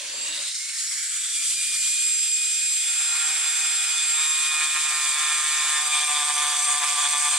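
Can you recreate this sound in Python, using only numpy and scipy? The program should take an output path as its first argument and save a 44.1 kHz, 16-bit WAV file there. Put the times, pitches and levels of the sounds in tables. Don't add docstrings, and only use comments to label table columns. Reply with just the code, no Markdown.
import sys
import numpy as np
from scipy import signal
from scipy.io import wavfile
from scipy.ndimage import uniform_filter1d, minimum_filter1d

SR = 44100
rng = np.random.default_rng(int(sys.argv[2]) if len(sys.argv) > 2 else 0)


def master(y):
    cut = np.clip(np.atleast_2d(y).T, -1, 1)
    pcm = np.round(cut * 32767)
    wavfile.write(sys.argv[1], SR, pcm.astype(np.int16))


N = 325458
T = np.arange(N) / SR
HZ = np.fft.rfftfreq(1024, 1 / SR)
FRAMES = np.arange(N // 256 + 5) * 256 / SR
TOUCH_S, LANDING_S = 2.81, 0.08
SINK_S, SINK_TIME_S = 0.41, 0.15


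def gain_of(db):
    return np.exp(np.asarray(db, np.float32) * np.float32(np.log(10) / 20))


def evened(x):
    return x / np.sqrt(np.mean(x ** 2) + 1e-20)


def columns(table, t):
    s, *rest = np.transpose(table)
    return [np.interp(t, s, c) for c in rest]


def on_hz(table, hz):
    f, *rest = np.transpose(table)
    return [np.interp(np.log(hz + 1), np.log(f + 1), c) for c in rest]


def drift(hz):
    points = rng.standard_normal(int(N / SR * 200) + 2)
    smooth = signal.lfilter(*signal.butter(2, min(hz / 100, .99)), points)
    return np.interp(T, np.arange(len(points)) / 200, evened(smooth))


# time in seconds, seat (0 tip touching, 1 flank cutting, 2 deep).
SEAT = [(2.78, 0), (4.12, 0), (4.18, 1), (5.76, 1), (5.86, 2), (7.38, 2)]


def by_seat(values):
    s, seat = np.transpose(SEAT)
    return np.interp(T, s, np.take(values, seat.astype(int)))


def sinking(from_value, to_value):
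    return from_value + (to_value - from_value) * np.clip((T - SINK_S) / SINK_TIME_S, 0, 1)


# frequency in Hz, coherence (0 to 1), lead of the right side in radians.
PORTS = [(60, 0.93, .01), (150, 1, .01), (302, 0.96, .02), (1000, 0.69, 0.056), (2030, 0.72, 0.39),
         (2800, 0.71, 1), (3640, 0.97, 0.14), (4070, 0.37, 1), (5400, 0.55, 0.31), (6840, 0.1, 0.67),
         (6900, 0.26, 0.51), (8400, 0.89, 0.55), (9300, 0.35, 0.16), (13800, 0.34, .2)]
# frequency in Hz, left minus right in dB.
PAN = [(60, 1), (150, -2), (370, 1.5), (920, -2.5), (2290, -1.5), (5680, -2), (14100, 3)]


def hiss(field_db, patchy_db):
    a, b, c, d, patches = rng.standard_normal((len(FRAMES), len(HZ), 5), dtype=np.float32).T
    patches = uniform_filter1d(patches, size=10, axis=0)
    patches = evened(uniform_filter1d(patches, size=12, axis=1))
    shape = gain_of(field_db + 0 * patches)
    shape = shape / np.sqrt((shape ** 2).mean(0))
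    shape = shape * gain_of(patchy_db * patches)
    coherence, lead = on_hz(PORTS, HZ)
    coherence = np.clip(coherence, 0, 1)[:, None]
    pan = gain_of(on_hz(PAN, HZ)[0] / 2)[:, None]
    left = a + 1j * b
    right = coherence * left + np.sqrt(1 - coherence ** 2) * (c + 1j * d)
    right = right * np.exp(1j * lead)[:, None]
    spectrum = np.array([left * pan, right / pan]) * shape
    return evened(signal.istft(spectrum, nperseg=1024, noverlap=768)[1][:, :N])


def line(angle, lead, pan_db):
    wrapped = (angle - 2 * np.pi * np.rint(angle / (2 * np.pi))).astype(np.float32)
    left, right = np.cos(wrapped), np.cos(wrapped + np.float32(lead))
    return np.float32(np.sqrt(2)) * np.array([gain_of(pan_db / 2) * left, gain_of(-pan_db / 2) * right])


# time in seconds, level of the hums in dB,
# level of the murmur in dB; both before their flutter.
SUNK = [(0.6, -75, -86), (0.68, -64, -82), (1.03, -92, -96), (1.08, -71, -88), (1.26, -75, -90),
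        (1.29, -95, -107), (1.51, -66, -86), (1.63, -100, -110), (1.81, -88, -91), (1.86, -96, -110),
        (1.9, -83, -83), (2.11, -102, -110), (2.24, -72, -109), (2.27, -70, -89), (2.66, -76, -92),
        (2.8, -74, -110)]
# centre in Hz, half-power width in Hz, relative power density in dB.
ROOM_HUMS = [(330, 190, -16), (583.3, 32.4, 7), (646, 27, -23), (746, 45, -7), (980, 240, -6.5),
             (1130, 280, -5.5)]
ROOM_DB = -51


def room():
    power = sum(gain_of(2 * db) / (1 + ((HZ - hz) / (width / 2)) ** 4) for hz, width, db in ROOM_HUMS)
    flutter_db = sinking(2, 4) * np.tanh(drift(6))
    level_db = sinking(ROOM_DB, columns(SUNK, T)[0])
    fade = np.clip((TOUCH_S - T) / LANDING_S, 0, 1)
    hums = hiss(10 * np.log10(power)[:, None], patchy_db=-1.0)
    return fade * gain_of(level_db + flutter_db) * hums


# frequency in Hz, relative level in dB per Hz.
RUMBLE_COLOUR = [(20, -44), (60, 9.5), (150, -18), (250, -1), (400, -1.5), (520, 5), (700, -25)]
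# start in seconds, length in seconds, level in dB.
LOW_BURSTS = [(3.28, 0.13, -76), (3.458, 0.056, -73), (3.63, 0.081, -68), (4.271, 0.04, -80),
              (4.383, 0.14, -71), (4.615, 0.066, -76), (4.716, 0.053, -77), (4.804, 0.081, -69),
              (5.018, 0.073, -72), (5.292, 0.063, -69), (5.375, 0.15, -72), (5.676, 0.246, -67),
              (6.092, 0.2, -61.5), (6.284, 0.16, -63), (6.42, 0.1, -68), (6.55, 0.1, -64),
              (6.797, 0.05, -70), (6.895, 0.061, -66), (7.008, 0.093, -63.5), (7.108, 0.06, -60),
              (7.23, 0.07, -65), (7.323, 0.06, -69)]
MURMUR_DB = -61.5
BURST_EDGE_S, LOW_FLOOR_DB = 0.01, (-86, -79, -75)


def rumble():
    sunk = np.clip((T - SINK_S) / SINK_TIME_S, 0, 1)
    level = gain_of(sinking(MURMUR_DB, columns(SUNK, T)[1]) + 5 * sunk * np.tanh(drift(2.9)))
    low_floor = gain_of(by_seat(LOW_FLOOR_DB) + 2.9 * np.tanh(drift(11.0)))
    level = level + np.clip((T - TOUCH_S) / 0.36, 0, 1) * low_floor
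    for s, length, db in LOW_BURSTS:
        corners_s = s + np.array([-BURST_EDGE_S, 0, length - BURST_EDGE_S, length])
        level = level + np.interp(T, corners_s, gain_of(db) * np.array([0, 1, 1, 0]))
    lumps = gain_of(sinking(1.5, 3.5) * drift(7.3))
    low_noise = hiss(on_hz(RUMBLE_COLOUR, HZ)[0][:, None], patchy_db=4.5)
    return level * evened(lumps * low_noise)


# start in seconds, level in dB before a common trim, pitch in Hz.
RATTLES = [(0.3117, -22, 3760), (0.3242, -19, 4530), (0.3284, -23, 3800), (0.3465, -23, 3780),
           (0.3634, -20, 4660), (0.377, -16.5, 3850), (0.3894, -23, 3670), (0.4154, -26, 4050),
           (0.4325, -22, 3900), (0.4444, -30, 4000), (0.4707, -22, 3940), (0.4804, -20, 3820),
           (0.487, -26, 3740), (0.4994, -26, 4200), (0.5144, -21, 3860), (0.5521, -22, 4160),
           (0.561, -21, 5400), (0.5846, -24, 5170)]
RATTLE_RISE_S, RATTLE_T60_S, RATTLE_TRIM_DB = .0008, 0.005, -4.5


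def rattle():
    out, t = np.zeros((2, N)), np.arange(1500) / SR
    decay = gain_of(-60 * np.maximum(t - RATTLE_RISE_S, 0) / RATTLE_T60_S)
    shape = np.minimum(t / RATTLE_RISE_S, 1) * decay
    phases = rng.uniform(0, 2 * np.pi, len(RATTLES))
    for (s, db, hz), phase in zip(RATTLES, phases):
        at = round(s * SR)
        ring = line(2 * np.pi * hz * t + phase, 0.41, -1.2)
        out[:, at:at + len(t)] += gain_of(db + RATTLE_TRIM_DB) * shape * ring
    return out


# time in seconds,
# level of the lower in dB, level of the upper in dB; both before their share and the seat of the burr.
WHISTLES = [(4.0, -44, -39), (4.03, -49, -37), (4.18, -42, -35), (4.24, -44, -41), (4.31, -31, -37),
            (4.34, -47, -37), (4.39, -43, -42), (4.44, -56, -37), (4.5, -43, -36), (4.7, -47, -37),
            (4.72, -44, -42), (4.82, -39, -39), (5.19, -45, -34), (5.35, -34, -26), (5.95, -45, -32),
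            (6.25, -45, -25), (6.3, -55, -34), (6.36, -35, -33), (6.51, -41, -42), (6.57, -37, -28),
            (6.69, -36, -22), (6.77, -48, -30), (6.81, -41, -46), (6.88, -46, -31), (7.11, -39, -27),
            (7.38, -44, -27)]
WHISTLE_HZ, WHISTLE_WAVER_HZ, WHISTLE_SHARE_DB = (6120, 8470), (39.8, 70.6), (0.5, -4.5)


def whistles():
    out = np.zeros((2, N))
    levels_db = columns(WHISTLES, T)
    for hz, waver_hz, share_db, db in zip(WHISTLE_HZ, WHISTLE_WAVER_HZ, WHISTLE_SHARE_DB, levels_db):
        pitch_hz = hz + waver_hz * (drift(12) + .6 * drift(90))
        turn = 2 * np.pi * np.cumsum(pitch_hz) / SR
        out += gain_of(db + share_db + 2.3 * drift(60)) * line(turn, on_hz(PORTS, hz)[1], -0.6)
    return columns(SEAT, T)[0] / 2 * out


# time in seconds, mean shaft speed in Hz.
SPEED = [(0.0, 105.06), (0.12, 111.6), (0.225, 117.8), (0.3, 121.8), (0.4, 126.7), (0.475, 129.7),
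         (0.6, 134.19), (0.85, 140.86), (1.1, 145.81), (1.35, 149.44), (1.475, 150.4), (1.725, 151.4),
         (1.85, 152.5), (2.1, 154.1), (2.85, 155.35), (3.35, 154.5), (3.6, 155.0), (3.975, 154.2),
         (4.2, 154.1), (4.475, 153.55), (4.85, 152.3), (5.1, 150.6), (5.35, 151.05), (5.6, 151.05),
         (5.85, 150.3), (6.1, 148.62), (6.35, 147.6), (6.79, 147.0), (6.975, 146.2), (7.38, 147.3)]
# time in seconds, level in dB before flicker and throb,
# lift of the hiss below about 4400 Hz in dB.
WHIRR = [(0, -33, 4), (.2, -32.5, 4.5), (.33, -29.5, 5), (.7, -30.5, 2), (.78, -27.5, -1),
         (1.13, -27.5, 0.5), (1.52, -25.5, -1.5), (1.66, -26.5, 0), (1.8, -25, -1.5), (2.3, -27.5, 1),
         (3.0, -26.5, 1), (4.05, -26.5, 3.5), (4.3, -25.5, 3.5), (5.3, -25.5, 3), (6.05, -25, 2.5),
         (6.65, -25, -0.5), (6.9, -24.5, 3.5), (7.2, -23.5, -2), (7.38, -23.5, 2)]
# frequency in Hz, relative level in dB per Hz.
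WHIRR_BASE = [(300, -59), (600, -48.5), (950, -30), (1150, -21), (1500, -12.5), (2500, -6.5), (5500, -6),
              (7500, 0), (9500, -1.5), (10300, -8), (12200, -18.5), (12600, -41), (13300, -20),
              (13800, -45), (14500, -40)]
# centre in Hz, width in Hz, height in dB running free, height in dB cutting deep.
HUMPS = [(2390, 450, 3.5, 8), (3480, 710, 5, 6), (4720, 1100, 4, 5.5), (6185, 320, 6, 7.5),
         (7550, 600, 2.5, 7.5), (8530, 480, 7.5, 11.5), (9950, 600, 3.5, 5.5), (11080, 370, 2, 7),
         (12130, 400, 3, 6)]
# centre in seconds, length in seconds,
# centre in Hz, width in Hz, height in dB.
SWELLS = [(0.62, 0.3, 4100, 750, 2), (0.29, 0.84, 4820, 1300, 5), (0.58, 0.14, 5800, 2000, 7),
          (0.7, 0.73, 3150, 1230, -5.5), (0.87, 0.34, 5400, 690, 6), (0.99, 0.5, 1650, 890, 6.5),
          (0.39, 0.5, 3800, 300, 7.5), (1.16, 0.23, 7400, 1000, 5.5), (1.26, 0.3, 3500, 350, 7),
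          (0.2, .2, 4550, 120, 10), (.3, 0.18, 2800, 140, 12)]
HUMP_SPEED_HZ = 155.8


def whirr(angle):
    level_db = columns(WHIRR, T)[0]
    low_db = columns(WHIRR, FRAMES)[1] + 0.49 * np.interp(FRAMES, T, drift(6.5))
    top_speed = np.maximum.accumulate(columns(SPEED, FRAMES)[0])
    shift = np.minimum(top_speed / HUMP_SPEED_HZ, 1)
    depth = columns(SEAT, FRAMES)[0] / 2
    field = on_hz(WHIRR_BASE, HZ)[0][:, None] + 0 * FRAMES
    for hz, width, free_db, deep_db in HUMPS:
        bell = np.exp(-2.8 * ((HZ[:, None] - hz * shift) / width) ** 2)
        field = field + bell * (free_db + depth * (deep_db - free_db))
    for s, length, hz, width, db in SWELLS:
        distance = ((HZ[:, None] - hz) / width) ** 2 + ((FRAMES - s) / length) ** 2
        field = field + db * np.exp(-2.8 * distance)
    upper = 1 / (1 + (4400 / (HZ[:, None] + 1)) ** 12)
    patchy_db = 1.21 + 4 / (1 + (HZ[:, None] / 1100) ** 6)
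    throb = 1 + 0.12 * np.cos(2 * angle) + 0.067 * columns(SEAT, T)[0] * np.cos(angle + 1.0)
    sound = hiss(field + (1 - upper) * low_db, patchy_db)
    return gain_of(level_db + 0.74 * drift(19.3)) * throb * sound


# time in seconds, then the rms level in dB of shaft orders 16, 32, 48, 64
TONES = [(0, -70, -60, -58, -59), (.1, -66, -66, -58, -43), (.17, -62, -54, -56, -33),
         (.225, -55, -69, -58, -33), (.3, -58, -51, -58, -35), (.36, -54, -50, -43, -41),
         (.43, -60, -50, -43, -37), (.53, -60, -51, -52, -46), (.57, -56, -51, -51, -45),
         (.61, -45, -51, -44, -39), (.66, -44, -50, -46, -44), (.72, -46, -50, -46, -49),
         (.77, -54, -47, -37, -46), (.82, -57, -46, -36, -44), (.92, -55, -45, -39, -41),
         (1.03, -46, -48, -37, -50), (1.08, -46, -48, -41, -48), (1.17, -48, -48, -33, -52),
         (1.27, -58, -47, -40, -48), (1.38, -40, -42, -29.5, -52), (1.52, -53, -41, -30, -42),
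         (1.58, -39.5, -36.5, -32, -55), (1.76, -38.5, -45, -33, -55), (1.82, -39, -43, -25.5, -47),
         (2.0, -36, -42, -26.5, -42), (2.1, -40, -37.5, -23, -45), (2.25, -44.5, -37, -25, -43),
         (2.4, -36, -40, -25.5, -47), (2.55, -40, -42, -25, -48), (2.8, -39.5, -41.5, -26.5, -55),
         (3.7, -38, -41.5, -26.5, -48), (4.0, -34.5, -40.5, -27, -44), (4.15, -39, -41, -25.5, -46),
         (4.28, -36.5, -42, -25.5, -41), (4.36, -33.5, -42, -25.5, -41), (4.54, -29, -42, -29.5, -50),
         (4.75, -34.5, -51, -29, -56), (4.9, -36, -41, -29, -56), (5.0, -36, -41, -32, -60),
         (5.12, -33.5, -43, -26.5, -58), (5.18, -43, -46, -30.5, -55), (5.33, -31, -40, -28, -60),
         (5.45, -49, -49, -31, -62), (5.52, -35, -40, -27.5, -60), (5.7, -40, -44, -29, -63),
         (5.85, -48, -41, -27, -60), (5.95, -32, -43, -33, -60), (5.98, -33, -52, -46, -60),
         (6.08, -39, -49, -44, -57), (6.11, -41, -49, -29, -57), (6.17, -40, -46, -40, -58),
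         (6.22, -47, -51, -37, -59), (6.5, -47.5, -47, -36, -61), (7.38, -45, -52, -32, -52)]
# frequency in Hz, lead of the right side in radians,
# left minus right in dB.
TONE_PORTS = [(1500, .3, -2), (2450, .5, -.8), (4900, 1.05, -4), (7200, 1.85, -1.5), (7500, 1.85, -1.5),
              (7900, 1.3, -.7), (8600, 1.5, -.7), (9800, 2.8, 6), (12500, 2.1, 2.5)]
SIDELINES = [-24, -14, -15.5, -1.5, -23]
BARS, FLUTTER_DB = (16, 32, 48, 64), (1.5, 1.7, 1.2, 1.5)
SIDE_ORDERS, SIDE_OF = (50, 52, 56, 66, 40), (2, 2, 2, 3, 1)
SIDE_FLUTTER_DB = 2.2
DRONE_S, DRONE_LENGTH_S, DRONE_DB = 0.32, 0.11, -60.5


def commutator(angle):
    speed, levels_db = columns(SPEED, T)[0], columns(TONES, T)
    loaded_db = by_seat((0, -.5, 1.8)) + np.interp(speed, [135, 152], [1, 0])
    out = np.zeros((2, N))
    for order, db, flutter_db in zip(BARS, levels_db, FLUTTER_DB):
        ports = on_hz(TONE_PORTS, order * speed)
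        flicker_db = (flutter_db + loaded_db) * drift(15.2)
        out += gain_of(db + flicker_db) * line(order * angle + 0.33 * drift(25), *ports)
    for order, strong, db in zip(SIDE_ORDERS, SIDE_OF, SIDELINES):
        mean_db = uniform_filter1d(levels_db[strong], size=SR // 2)
        ports = on_hz(TONE_PORTS, order * speed.max())
        flicker_db = SIDE_FLUTTER_DB * drift(8.6)
        out += gain_of(mean_db + db + flicker_db) * line(order * angle + drift(9.2), *ports)
    swell = np.exp(-((T - DRONE_S) / DRONE_LENGTH_S) ** 2)
    drone = line(5 * angle / 2 + drift(4.6), 0, 0)
    return out + swell * gain_of(DRONE_DB + 1.4 * drift(13)) * drone


# time in seconds, level of the cut in dB before the shares below.
PRESSURE = [(2.88, -49.5), (2.89, -49.5), (3.26, -41.5), (4.07, -45), (4.13, -44), (4.18, -35.5),
            (4.3, -41.5), (4.63, -35.5), (4.72, -41.5), (4.76, -33), (4.83, -41), (4.91, -34.5),
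            (5.14, -37.5), (5.2, -33.5), (5.34, -36), (5.8, -33), (5.82, -36.5), (6.04, -32), (6.06, -39),
            (6.11, -31.5), (6.21, -31.5), (6.25, -34), (6.3, -30), (6.33, -36.5), (6.41, -30.5),
            (6.65, -36), (6.69, -31), (6.79, -36), (6.84, -30.5), (6.87, -36), (7.05, -29.5), (7.1, -33.5),
            (7.15, -31), (7.2, -35), (7.28, -30.5), (7.3, -36), (7.34, -29.5), (7.38, -34)]
# relative level in dB with the tip,
# with the flank, deep.
KNOCK = [(-48, -25, -35), (-48, -46, -20), (-10, -9.5, -1), (-39, -6, -3.5), (-41, 5, 2), (-8, 7, 8.5),
         (0.5, 4.5, -43), (-4, -6, -8), (-4, 3.5, -5.5), (0, 8.5, 1.5), (-7, 0, -9), (-1, -2, -5),
         (-0.5, 7, -2.5), (-3, 1, 0.5), (-14, -14, -20), (-5, -2, -23), (-15, -6.5, -5), (-20, -5, -4),
         (-7, -3, -2), (-6, 10.5, 4.5), (-16, 9.5, 6), (-26, 2, 1.5), (-22, -10, -6)]
# time in seconds, level in dB that replaces
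RINGING = [(2.88, -30.5), (2.9, -39), (3.83, -31.5), (3.84, -48), (3.99, -26), (4.02, -35), (4.23, -35),
           (4.85, -41.5), (5.3, -36), (5.39, -48), (5.41, -38.5), (5.79, -33), (5.82, -39), (5.95, -28.5),
           (6.04, -31), (6.06, -42), (6.16, -29), (6.36, -38), (6.4, -29.5), (6.58, -34), (6.63, -42),
           (6.65, -33), (6.89, -38), (7.07, -26.5), (7.08, -36), (7.17, -31), (7.19, -58), (7.24, -35.5),
           (7.37, -33), (7.38, -27)]
# time in seconds,
# rounds so far, swing of the knock rate in Hz.
WHIRL = [(2.9, 0.69, 0.41), (3.05, 3.25, 0.65), (3.2, 5.41, 0.28), (3.35, 7.38, 0.23), (3.5, 9.35, 0.45),
         (3.65, 11.48, 0.46), (3.8, 13.7, 0.24), (3.95, 15.93, 0.45), (4.1, 17.45, 0.07),
         (4.25, 19.59, 0.4), (4.4, 21.79, 0.96), (4.55, 23.77, 0.78), (4.7, 25.71, 1.03),
         (4.85, 27.71, 1.23), (5.0, 29.86, 0.77), (5.15, 31.77, 0.62), (5.3, 33.41, 0.6),
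         (5.45, 35.43, 0.45), (5.6, 37.16, 0.12), (5.75, 38.87, 0.42), (5.9, 40.8, 0.94),
         (6.05, 42.89, 0.86), (6.2, 45.08, 0.27), (6.35, 47.3, 1.08), (6.5, 49.09, 0.66),
         (6.65, 51.07, 1.31), (6.8, 53.12, 2.33), (6.95, 55.2, 1.97), (7.1, 57.21, 0.96),
         (7.25, 59.08, 0.09), (7.3, 60.06, 1.1)]
# frequency in Hz, relative level in dB per Hz.
SCRAPE = [(250, -84), (450, -22.5), (700, -2.5), (1000, 5), (1400, 9.5), (2000, 5), (2450, 6.5),
          (2900, -13), (3500, -15.5), (4100, -8), (6000, -35)]
KNOCK_ORDERS = (*range(3, 16), *range(17, 27))
RINGING_FROM = 21
WHIRL_PER_S, WHIRL_DB_PER_HZ, WHIRL_LEAD_RAD = 13.5, 1.1, 2.0
KNOCK_SHARE_DB, SCRAPE_SHARE_DB = (-3, -12, -10.5), (2, -4, -8.5)
JUDDER_RAD = (.03, .015, .025)
WAVER_RAD = (.015, .02, .04)
UNEVEN_DB = (2.2, 1.5, 1.8)
FITFUL_DB = 1.3


def burr(angle):
    cut_db, touching = columns(PRESSURE, T)[0], np.clip((T - TOUCH_S) / LANDING_S, 0, 1)
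    rounds, swing_hz = columns(WHIRL, T)
    slip = swing_hz / WHIRL_PER_S * np.sin(2 * np.pi * rounds) + .008 * drift(70)
    slip = slip + by_seat(JUDDER_RAD) * drift(16) + by_seat(WAVER_RAD) * drift(7)
    strength_db = WHIRL_DB_PER_HZ * swing_hz * np.cos(2 * np.pi * rounds + WHIRL_LEAD_RAD)
    strength_db = strength_db + .8 * drift(14) + drift(80)
    knock, ringing_db = np.zeros((2, N)), columns(RINGING, T)[0]
    for order, seat_db in zip(KNOCK_ORDERS, KNOCK):
        db = by_seat(seat_db) + by_seat(UNEVEN_DB) * drift(10.0)
        db = db + (ringing_db - cut_db) * (order >= RINGING_FROM)
        lead = on_hz(PORTS, order * 159.0)[1]
        spread = .1 if order < RINGING_FROM else .03
        phase = spread * order ** 2 + .35 * drift(3)
        knock += gain_of(db) * line(order * (angle + slip) + phase, lead, -0.37)
    puffs = evened(np.exp(by_seat((.4, .7, 1.1)) * np.cos(angle + slip - .5)))
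    scrape = puffs * hiss(on_hz(SCRAPE, HZ)[0][:, None], patchy_db=1.5)
    knocking = gain_of(by_seat(KNOCK_SHARE_DB) + strength_db) * knock
    scraping = gain_of(by_seat(SCRAPE_SHARE_DB) + FITFUL_DB * drift(15)) * scrape
    return touching * gain_of(cut_db) * (knocking + scraping)


HUNT_HZ, HUNT_START_RAD = .24, -3.76
# time in seconds, swings a second.
HUNT_RATES = [(0, 8.64), (2.85, 8.64), (2.95, 8.42), (7.38, 8.42)]


def scene():
    hunt = np.cos(2 * np.pi * np.cumsum(columns(HUNT_RATES, T)[0]) / SR + HUNT_START_RAD)
    angle = 2 * np.pi * np.cumsum(columns(SPEED, T)[0] + HUNT_HZ * hunt) / SR
    background = room() + rumble()
    tool = rattle() + whistles() + whirr(angle) + commutator(angle)
    return background + tool + burr(angle)


EDGE_HZ = 14713


def record(dry):
    headroom = np.minimum(.29 / (abs(dry).max(0) + 1e-9), 1)
    held = dry * uniform_filter1d(minimum_filter1d(headroom, size=129), size=129)
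    low_pass = signal.firwin(511, EDGE_HZ, window=("kaiser", 9), fs=SR)
    return signal.oaconvolve(held, low_pass[None], "same")


dry = scene()
out = record(dry)
master(out)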